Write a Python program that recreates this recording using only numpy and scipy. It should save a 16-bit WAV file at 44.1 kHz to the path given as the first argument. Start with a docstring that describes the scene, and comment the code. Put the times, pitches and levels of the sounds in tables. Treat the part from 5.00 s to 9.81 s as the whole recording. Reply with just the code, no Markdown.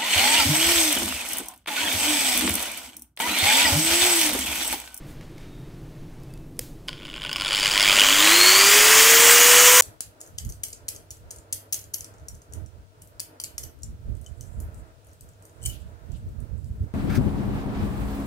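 """In a quiet workshop, a hand-held angle grinder starts up at one microphone. Fingers brush and tick on its shell,
the switch snaps, and a soft starter feeds the motor ever longer slices of mains. Each slice kicks the loose
gears into a knock of ringing modes. As the shaft speeds up the knocks melt into rattle (many small impacts),
fan air (shaped noise) and the whines of slots, commutator and fan (multiples of the shaft speed).
A gain control turns the loud tool down."""
import sys
import numpy as np
from scipy import signal
from scipy.io import wavfile
from scipy.ndimage import uniform_filter1d

SR = 44100
rng = np.random.default_rng(int(sys.argv[2]) if len(sys.argv) > 2 else 0)


def unload_wav(signal):
    """Save mono or channel-first audio to the path in sys.argv[1] as 16-bit WAV at rate SR, clipped to [-1, 1]."""
    wavfile.write(
        sys.argv[1],
        SR,
        np.round(np.clip(np.atleast_2d(signal).T, -1, 1) * 32767).astype(np.int16),
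    )


def level_to_linear(level):
    """Convert decibel levels to linear amplitude factors, elementwise."""
    exponent = np.asarray(level, float) / 20
    return 10 ** exponent


N = 212076
T = np.arange(N) / SR

KICK_HZ, KICK_S = 100.35, 3.5221  # current slices a second, and the time of one of them in seconds
EDGE_HZ = 15750  # top of the recorded band

# The soft starter. Each row: time in seconds, depth of the pulsing from 0 to 1, lag of the kick in seconds.
STARTER = [(1.9, .95, .0038), (3.1, .95, .0036), (3.24, .95, .0022), (3.32, .95, 0), (3.65, .95, 0),
           (3.8, .5, 0), (4.1, .2, 0), (4.81, .05, 0)]
# The hardest slams of the gear teeth across their play. Each row: start in seconds, level in dB,
# treble modes against low modes in dB.
SLAMS = [(1.884, -14.5, .5), (1.8906, -17.5, -2), (1.9298, -23.5, -4), (1.9997, -31, -14),
         (2.0518, -26.5, -5), (2.0683, -29.5, 3), (2.0888, -27.5, -10), (2.0995, -26.5, -4.5),
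         (2.1402, -21, -5.5), (2.162, -25.5, -6), (2.2114, -26, -3.5), (2.219, -19, -5),
         (2.2316, -21, -3.5), (2.2381, -20.5, -1), (2.249, -17.5, -8), (2.2618, -20.5, -4),
         (2.2688, -20, -12), (2.2932, -19, -2), (2.3139, -16.5, -3), (2.3294, -14, 5), (2.3598, -11, -1),
         (2.3664, -16.5, 2.5), (2.3827, -16, -3.5), (2.3988, -13, -.5), (2.4097, -11.5, 1),
         (2.4198, -11, -2), (2.448, -12, .5), (2.46, -11, 1), (2.4804, -12.5, 5), (2.5008, -16, -2.5),
         (2.5203, -11.5, -6), (2.548, -8, 4.5), (2.6303, -9.5, 3), (2.6576, -5, 4), (2.6773, -8.5, -1),
         (2.7772, -3, 7), (2.7977, -4.5, 2), (2.8065, -4, 1), (2.8273, -7, 10), (2.8546, -8, -1.5),
         (2.9262, -6, -5.5), (2.9757, -8, -13), (2.996, -1.5, 4), (3.0368, -11, -12), (3.0768, -12, -8),
         (3.0867, -1, -6), (3.1348, -8, 0), (3.2033, -5.5, -5), (3.2441, -3, 8), (3.2745, -1.5, -5)]
# Modes of the gear housing. 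Each row: frequency in Hz, nominal width in Hz, relative strength in dB.
GEAR_HOUSING = [(593, 64, -15.5), (865, 16, -25.5), (1069, 73, -10.5), (1454, 50, -10), (2354, 350, 5.5),
                (2984, 180, 5.5), (3278, 210, 5.5), (4000, 700, 0), (4680, 198, 0.5), (5045, 83, -6.5),
                (7160, 1060, 2.5), (9200, 340, -9.5), (10150, 250, -9.5), (15800, 240, -10)]
# The shaft runs up. Each row: time in seconds, speed in turns a second.
SHAFT_SPEED = [(1.88, 2), (2.15, 25), (2.4, 70), (2.6, 117.7), (2.86, 192), (2.97, 229), (3.1, 275.1),
               (3.2, 304.6), (3.3, 330.3), (3.4, 353.1), (3.5, 373.2), (3.6, 390.9), (3.75, 413.8),
               (3.9, 434), (4.05, 450.7), (4.2, 464.3), (4.35, 475.8), (4.55, 488.8), (4.81, 499.1)]


def evened(x):
    """Scales to rms 1."""
    return x / np.sqrt(np.mean(x ** 2) + 1e-20)


def read(points, hz):
    """Reads a table on a log-frequency axis."""
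    f, value = np.transpose(points)
    return np.interp(np.log(hz + 1), np.log(f + 1), value)


def curves(rows):
    """Every column of a table after the time, as a curve over all samples."""
    s, *columns = np.transpose(rows)
    return [np.interp(T, s, column) for column in columns]


def add(mix, s, sound):
    """Mixes a sound in at time s."""
    part = mix[round(s * SR):][:len(sound)]
    part += sound[:len(part)]


def slow(hz):
    """Slow random wander of rms 1: noise low-passed at hz."""
    return evened(signal.lfilter(*signal.butter(2, hz, fs=SR), rng.standard_normal(N)))


def band(x, hz, octaves, order):
    """Band-pass so many octaves either side of hz."""
    edges = np.clip([hz / 2 ** octaves, hz * 2 ** octaves], 100, 20000)
    return signal.sosfilt(signal.butter(order, edges, "band", fs=SR, output="sos"), x)


def hiss(field_db, patchy_db, size):
    """Random short-time spectra; field_db(hz, s) gives the colour, blurred patches make it live; rms 1."""
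    hop = size // 4
    real, imaginary, patches = rng.standard_normal((N // hop + 5, size // 2 + 1, 3)).T
    patches = uniform_filter1d(patches, 9, 0)
    patches = evened(uniform_filter1d(patches, 9, 1))
    hz = np.fft.rfftfreq(size, 1 / SR)[:, None]
    s = np.arange(real.shape[1])[None] * hop / SR
    spectra = (real + 1j * imaginary) * level_to_linear(field_db(hz, s) + patchy_db * patches)
    return evened(signal.istft(spectra, nperseg=size, noverlap=size - hop)[1][:N])


def crack(noise, decay_s, rise_s):
    """A few milliseconds of noise; peak 1."""
    t = T[:len(noise)]
    burst = noise * np.exp(-t / decay_s) * (1 - np.exp(-(t / rise_s) ** 2))
    return burst / abs(burst).max()


def blow(modes, draw, treble_db=0, rise_s=0.0003):
    """One blow rings every mode with its own chance strength, tuning and phase; peak 1."""
    t = T[:1500, None]
    hz, width, db = np.transpose(modes)
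    strength, tuning, phase = draw[:, :len(hz)]
    db = db + 2 * strength + treble_db * (hz > 4000)
    decay = np.exp(-np.pi * width * t)
    swing = np.sin(2 * np.pi * (hz * (1 + 0.034 * tuning) * t + 0.13 * phase))
    ring = (level_to_linear(db) * decay * swing).sum(1)
    ring = ring * (1 - np.exp(-(t[:, 0] / rise_s) ** 2))
    return ring / abs(ring).max()


def throb(sharp):
    """The chopped current as a loudness pattern of mean power 1; higher sharp narrows each pulse."""
    depth, lag = curves(STARTER)
    pulse = np.exp(sharp * (np.cos(2 * np.pi * KICK_HZ * (T - lag - KICK_S)) - 1))
    return np.sqrt(1 - depth + depth * evened(pulse) ** 2)


def decades():
    """Speed against full speed (500 turns a second) in factors of ten, negative below it."""
    return np.log10(curves(SHAFT_SPEED)[0] / 500)


def room(x):
    """Sparse taps of random sign that swell in as the walls answer, each band dying at its own speed."""
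    # Each row: frequency in Hz, time to fall by 60 dB in seconds.
    decay_times = [(500, .5), (2200, .55), (6000, .45), (14000, .36)]
    taps = np.zeros(SR // 2 + 40)
    at = np.arange(250, SR // 2, 10)
    swell = np.minimum(at / SR / .022, 1)
    taps[at + rng.integers(0, 10, len(at))] = rng.choice([-1., 1.], len(at)) * swell
    hz, t, spectra = signal.stft(taps, SR, nperseg=256)
    fade_db = -60 * t / read(decay_times, hz)[:, None]
    tail = signal.istft(spectra * level_to_linear(fade_db), SR, nperseg=256)[1]
    return signal.fftconvolve(x, tail / np.linalg.norm(tail))[:N]


def background():
    """Room tone: a lumpy low drone over faint hiss, both drifting slowly in level."""
    # Colour of the room tone. Each row: frequency in Hz, relative level in dB per Hz.
    floor_colour = [(12, -25), (20, 0), (74, -16), (146, -0.5), (198, -17.5), (310, -10.5), (377, -17.5),
                    (499, -23), (574, -24.5), (738, -29), (1260, -37), (2910, -43.5), (16000, -50.5)]
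    # Slow drift. Each row: time in seconds, change of the low drone in dB, change around 2.5 kHz in dB.
    floor_drift = [(0, -0.5, 9.5), (.18, 3, 8), (.3, -0.5, 6), (.5, 0.5, 6), (1.3, -1, 4),
                   (1.5, -4.5, -1.5), (4.81, -5.5, 27)]
    s_of, drone_db, middle_db = np.transpose(floor_drift)

    def field(hz, s):
        drone = np.exp(-((hz - 140) / 60) ** 2) * np.interp(s, s_of, drone_db)
        middle = np.exp(-(np.log2((hz + 1) / 2500) / 1.6) ** 2) * np.interp(s, s_of, middle_db)
        return read(floor_colour, hz) + drone + middle

    return level_to_linear(-40.5) * hiss(field, patchy_db=0.4, size=2048)


def skin_rubs():
    """Skin brushing the shell: soft swells of noise around one pitch."""
    # Each row: centre in seconds, half length in seconds, middle frequency in Hz, level at the centre in dB.
    brushes = [(.1, .045, 9000, -56), (.1, .04, 2200, -61), (.23, .04, 1800, -57), (.43, .06, 2000, -57)]
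    out = np.zeros(N)
    for s, half, middle_hz, db in brushes:
        rub = hiss(lambda hz, when: -5 * np.log2((hz + 1) / middle_hz) ** 2, patchy_db=1.5, size=256)
        out += level_to_linear(db) * rub * np.exp(-((T - s) / half) ** 2)
    return out


def thin_rings():
    """Faint thin rings: single sines that swell and fade."""
    # Each row: start in seconds, length in seconds, frequency in Hz, peak in dB, share of it spent swelling.
    faint_rings = [(.28, .42, 3720, -62, .6), (1.29, .04, 2611, -60, .4), (1.34, .04, 2611, -60, .3),
                   (1.385, .09, 2611, -65, .2)]
    out = np.zeros(N)
    for s, length, hz, db, swell in faint_rings:
        t = T[:round(length * SR)]
        envelope = np.sqrt(np.interp(t / length, (0, swell, 1), (0, 1, 0)))
        add(out, s, level_to_linear(db) * np.sin(2 * np.pi * hz * t) * envelope)
    return out


def ticks():
    """Switch and fingers on the plastic shell: noise cracks and ringing modes, dry and as sent to the room."""
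    # Each row: start in seconds, level in dB, centre of the crack in Hz, send to the room in dB.
    touches = [(.2099, -37, 2400, 13), (.38, -36, 2400, 13), (1.1994, -47, 4000, 0), (1.2336, -41, 8500, 0),
               (1.3044, -48, 5500, 0), (1.3374, -37, 9000, -2), (1.3748, -41, 4500, -2),
               (1.5674, -44, 4500, 0), (1.5913, -10, 7000, 0), (1.8774, -36, 8000, 0)]
    # Modes of shell and switch. Each row: frequency in Hz, width in Hz, relative strength in dB.
    shell_modes = [(490, 59, -20), (2220, 440, 1), (3480, 910, -17), (5240, 280, 6), (9400, 520, 16.5)]
    near, far = np.zeros(N), np.zeros(N)
    draws = rng.standard_normal((len(touches), 3, 500))
    for (s, db, hz, room_db), draw in zip(touches, draws):
        snap = crack(band(draw.ravel(), hz, octaves=1.1, order=1), decay_s=.0018, rise_s=.0009)
        bright_db = 12 * np.log2(hz / 7000)  # a dull touch hardly stirs the high modes
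        ring = blow(shell_modes, draw, bright_db, rise_s=0.0021)
        add(near, s, level_to_linear(db) * (0.59 * snap + 0.46 * ring))
        # heard from all sides, the colour evens out
        sent = band(signal.unit_impulse(500), hz, octaves=1.5, order=1)
        add(far, s, level_to_linear(db + room_db) * sent)
    return near, far


def air():
    """Turbulent fan air through the vents, growing steeply with speed and brightening."""
    # Each row: frequency in Hz, relative level in dB per Hz.
    vent_colour = [(120, -65), (200, -19.5), (432, -16.5), (883, -12.5), (1080, -4.5), (1500, -6),
                   (1980, -2), (3020, -8.5), (3900, -12), (5000, -10), (6900, -2.5), (9600, -9),
                   (11800, -14.5), (12900, -12), (13500, -12), (14600, -6.5), (16000, -15)]
    slower = decades()

    def field(hz, s):
        # faster air hisses higher: 5 dB more growth for each octave up
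        brighten = 5.0 * np.log2((hz + 1) / 3500) * np.maximum(np.interp(s, T, slower), -.6)
        return read(vent_colour, hz) + brighten

    rush = hiss(field, patchy_db=1.23, size=512)
    # 47 dB of growth for ten times the speed, with a slight wander
    return level_to_linear(-7.5 + 47 * slower + .5 * slow(6.3)) * rush


def rattle():
    """Dense small impacts, each mode shaken by its own train, bunched on the slices while teeth can part."""
    # Each row: time in seconds, level in dB.
    rattle_level = [(1.88, -42), (1.94, -61), (2.1, -48.5), (2.35, -44.5), (2.54, -25.5), (2.75, -23.5),
                    (2.96, -19), (3.27, -16.5), (4.0, -15.5), (4.81, -17)]
    slack = np.clip((3.5 - T) / .5, 0, 1)
    bunch = 1 - slack + slack * throb(sharp=1.0)
    out = np.zeros(N)
    t = T[:1500]
    for hz, width, db in GEAR_HOUSING:
        struck = rng.random(N) < 2500 / SR  # 2500 impacts a second on average
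        hits = rng.standard_normal(N) * struck * bunch
        ring = np.exp(-np.pi * 1.3 * width * t) * np.sin(2 * np.pi * hz * t)  # damped faster than a slam
        out += level_to_linear(db) * signal.oaconvolve(hits, ring * np.sqrt(width))[:N]
    return level_to_linear(curves(rattle_level)[0]) * evened(out) * (T > rattle_level[0][0])


def whine():
    """Multiples of the shaft speed grow as it runs up, and swell where they sweep through the body's modes."""
    # Multiples of the shaft that sound: unbalance 1 and 2, ball pass 6, pinion 11, slots 12, bars 24,
    # blades 31, bars twice 48. One row of plain factors.
    shaft_orders = (1, 2, 6, 11, 12, 24, 31, 48)
    # One row for each multiple: level in dB at full speed ahead of any resonance,
    # growth in dB for ten times the speed.
    order_levels = [(-20, 72), (-40, 55), (-35.5, 20), (-40, 10), (-31, 12), (-32, 38), (-37, 45),
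                    (-44, 10)]
    # Resonances of the body. Each row: frequency in Hz, width in Hz, lift in dB.
    body_modes = [(320, 70, 3), (830, 50, 7), (1000, 30, 18), (2300, 480, 13), (2980, 500, 13),
                  (4700, 850, 8), (6000, 160, 8), (11950, 500, 6), (14330, 550, 19)]
    # Iron ring that the slot tone sweeps through. One row: frequency in Hz, width in Hz, gain in dB.
    stator_ring = (4290, 200, 14.5)
    hz = curves(SHAFT_SPEED)[0]
    turns, out = np.cumsum(hz) / SR, np.zeros(N)
    slower = decades()
    ring_hz, ring_width, ring_db = stator_ring
    for order, (full_db, slope_db) in zip(shaft_orders, order_levels):
        lift_power = np.ones(N)
        for mode_hz, width, lift_db in body_modes:
            detuning = 2 * (order * hz - mode_hz) / width
            lift_power += level_to_linear(2 * lift_db) / (1 + detuning ** 2) ** 2
        waver = .03 * order * slow(40)  # radians; bearing play blurs the high orders most
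        flutter_db = (1 + .08 * order) * slow(25)
        level = np.sqrt(lift_power) * level_to_linear(full_db + slope_db * slower + flutter_db)
        tone = level * np.sqrt(2) * np.sin(2 * np.pi * order * turns + waver)
        if order in (11, 12):  # pinion and slots follow the pulsing torque
            tone = tone * throb(sharp=4.5)
        if order == 12:
            ring = signal.lfilter(*signal.iirpeak(ring_hz, ring_hz / ring_width, SR), tone)
            tone = tone + level_to_linear(ring_db) * ring
        out += tone * (order * hz < EDGE_HZ)
    # below 175 turns a second the starter passes little current and the tones sink away
    return out / np.sqrt(1 + (175 / hz) ** 6)


def chatter():
    """Lists a knock for each current slice that has no hard slam, a little late and uneven; some are missed."""
    # Ordinary knocks. Each row: time in seconds, level in dB, treble modes against low modes in dB.
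    ordinary = [(1.93, -38, -7), (2.18, -28, -15), (2.33, -25.5, -30), (2.55, -14, 7), (2.75, -11, 4.5),
                (2.9, -7.5, 0), (3.32, -13, -19)]
    early_s, late_s = .0022, .0014  # contact leads the loudest of the slice, and comes late by chance
    scatter_db, treble_scatter_db = 2.0, 3.0
    missed = .12  # share of slices that leave the teeth in touch
    s_of, db, treble_db = np.transpose(ordinary)
    slices = KICK_S - np.arange(1, 170) / KICK_HZ
    s_lag, _, lag = np.transpose(STARTER)
    slices = slices + np.interp(slices, s_lag, lag)
    late, miss, loudness, treble = rng.random((len(slices), 4)).T
    s = slices - early_s - late_s * np.log(1 - late)
    free = abs(slices[:, None] - np.transpose(SLAMS)[0]).min(1) > .55 / KICK_HZ
    keep = free & (miss > missed) & (s > 1.93) & (s < 3.32)
    loudness, treble = np.sqrt(12) * (np.array([loudness, treble]) - .5)  # even spread of rms 1
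    knock_db = np.interp(s, s_of, db) + scatter_db * loudness
    knock_treble_db = np.interp(s, s_of, treble_db) + treble_scatter_db * treble
    return list(np.transpose([s, knock_db, knock_treble_db])[keep])


def knocks():
    """Single slams of the gear teeth: a bright crack at contact, then the housing rings."""
    out, draws = np.zeros(N), rng.standard_normal((220, 3, 300))
    for (s, db, treble_db), draw in zip(list(SLAMS) + chatter(), draws):
        add(out, s, level_to_linear(db) * blow(GEAR_HOUSING, draw, treble_db))
        noise = band(draw.ravel(), hz=8000, octaves=.42, order=2)
        contact = crack(noise, decay_s=.0017, rise_s=.0003)
        add(out, s, level_to_linear(db + treble_db / 2 - 17.5) * contact)
    return out


def scene():
    """All reaches one microphone; gears, rattle, air and room lose their deep bass on the small tool body."""
    near, far = ticks()
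    gears = knocks()
    tool = gears + room(far + level_to_linear(-12) * gears) + rattle() + air()
    tool = signal.sosfilt(signal.butter(3, 260, "high", fs=SR, output="sos"), tool)
    mono = near + skin_rubs() + thin_rings() + tool + whine() + background()
    return np.array([mono, mono])


def roll_off(x):
    """The treble ends steeply here."""
    return signal.sosfilt(signal.butter(12, 17030, fs=SR, output="sos"), x)


def record(dry):
    """Gain control turns down once the tool is loud; peaks clip; then the band limit."""
    power = abs(uniform_filter1d(dry[0] ** 2, 8000, origin=3999))  # mean of the last 0.18 s
    power_db = 10 * np.log10(power + 1e-12)
    cut_db = .45 * np.maximum(power_db + 17, 0)
    ducked = np.clip(dry / level_to_linear(cut_db), -1, 1)
    low_pass = signal.firwin(511, EDGE_HZ, window=("kaiser", 9), fs=SR)
    limited = signal.oaconvolve(ducked, low_pass[None], "same")
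    return roll_off(limited)


dry = scene()
out = record(dry)
unload_wav(out)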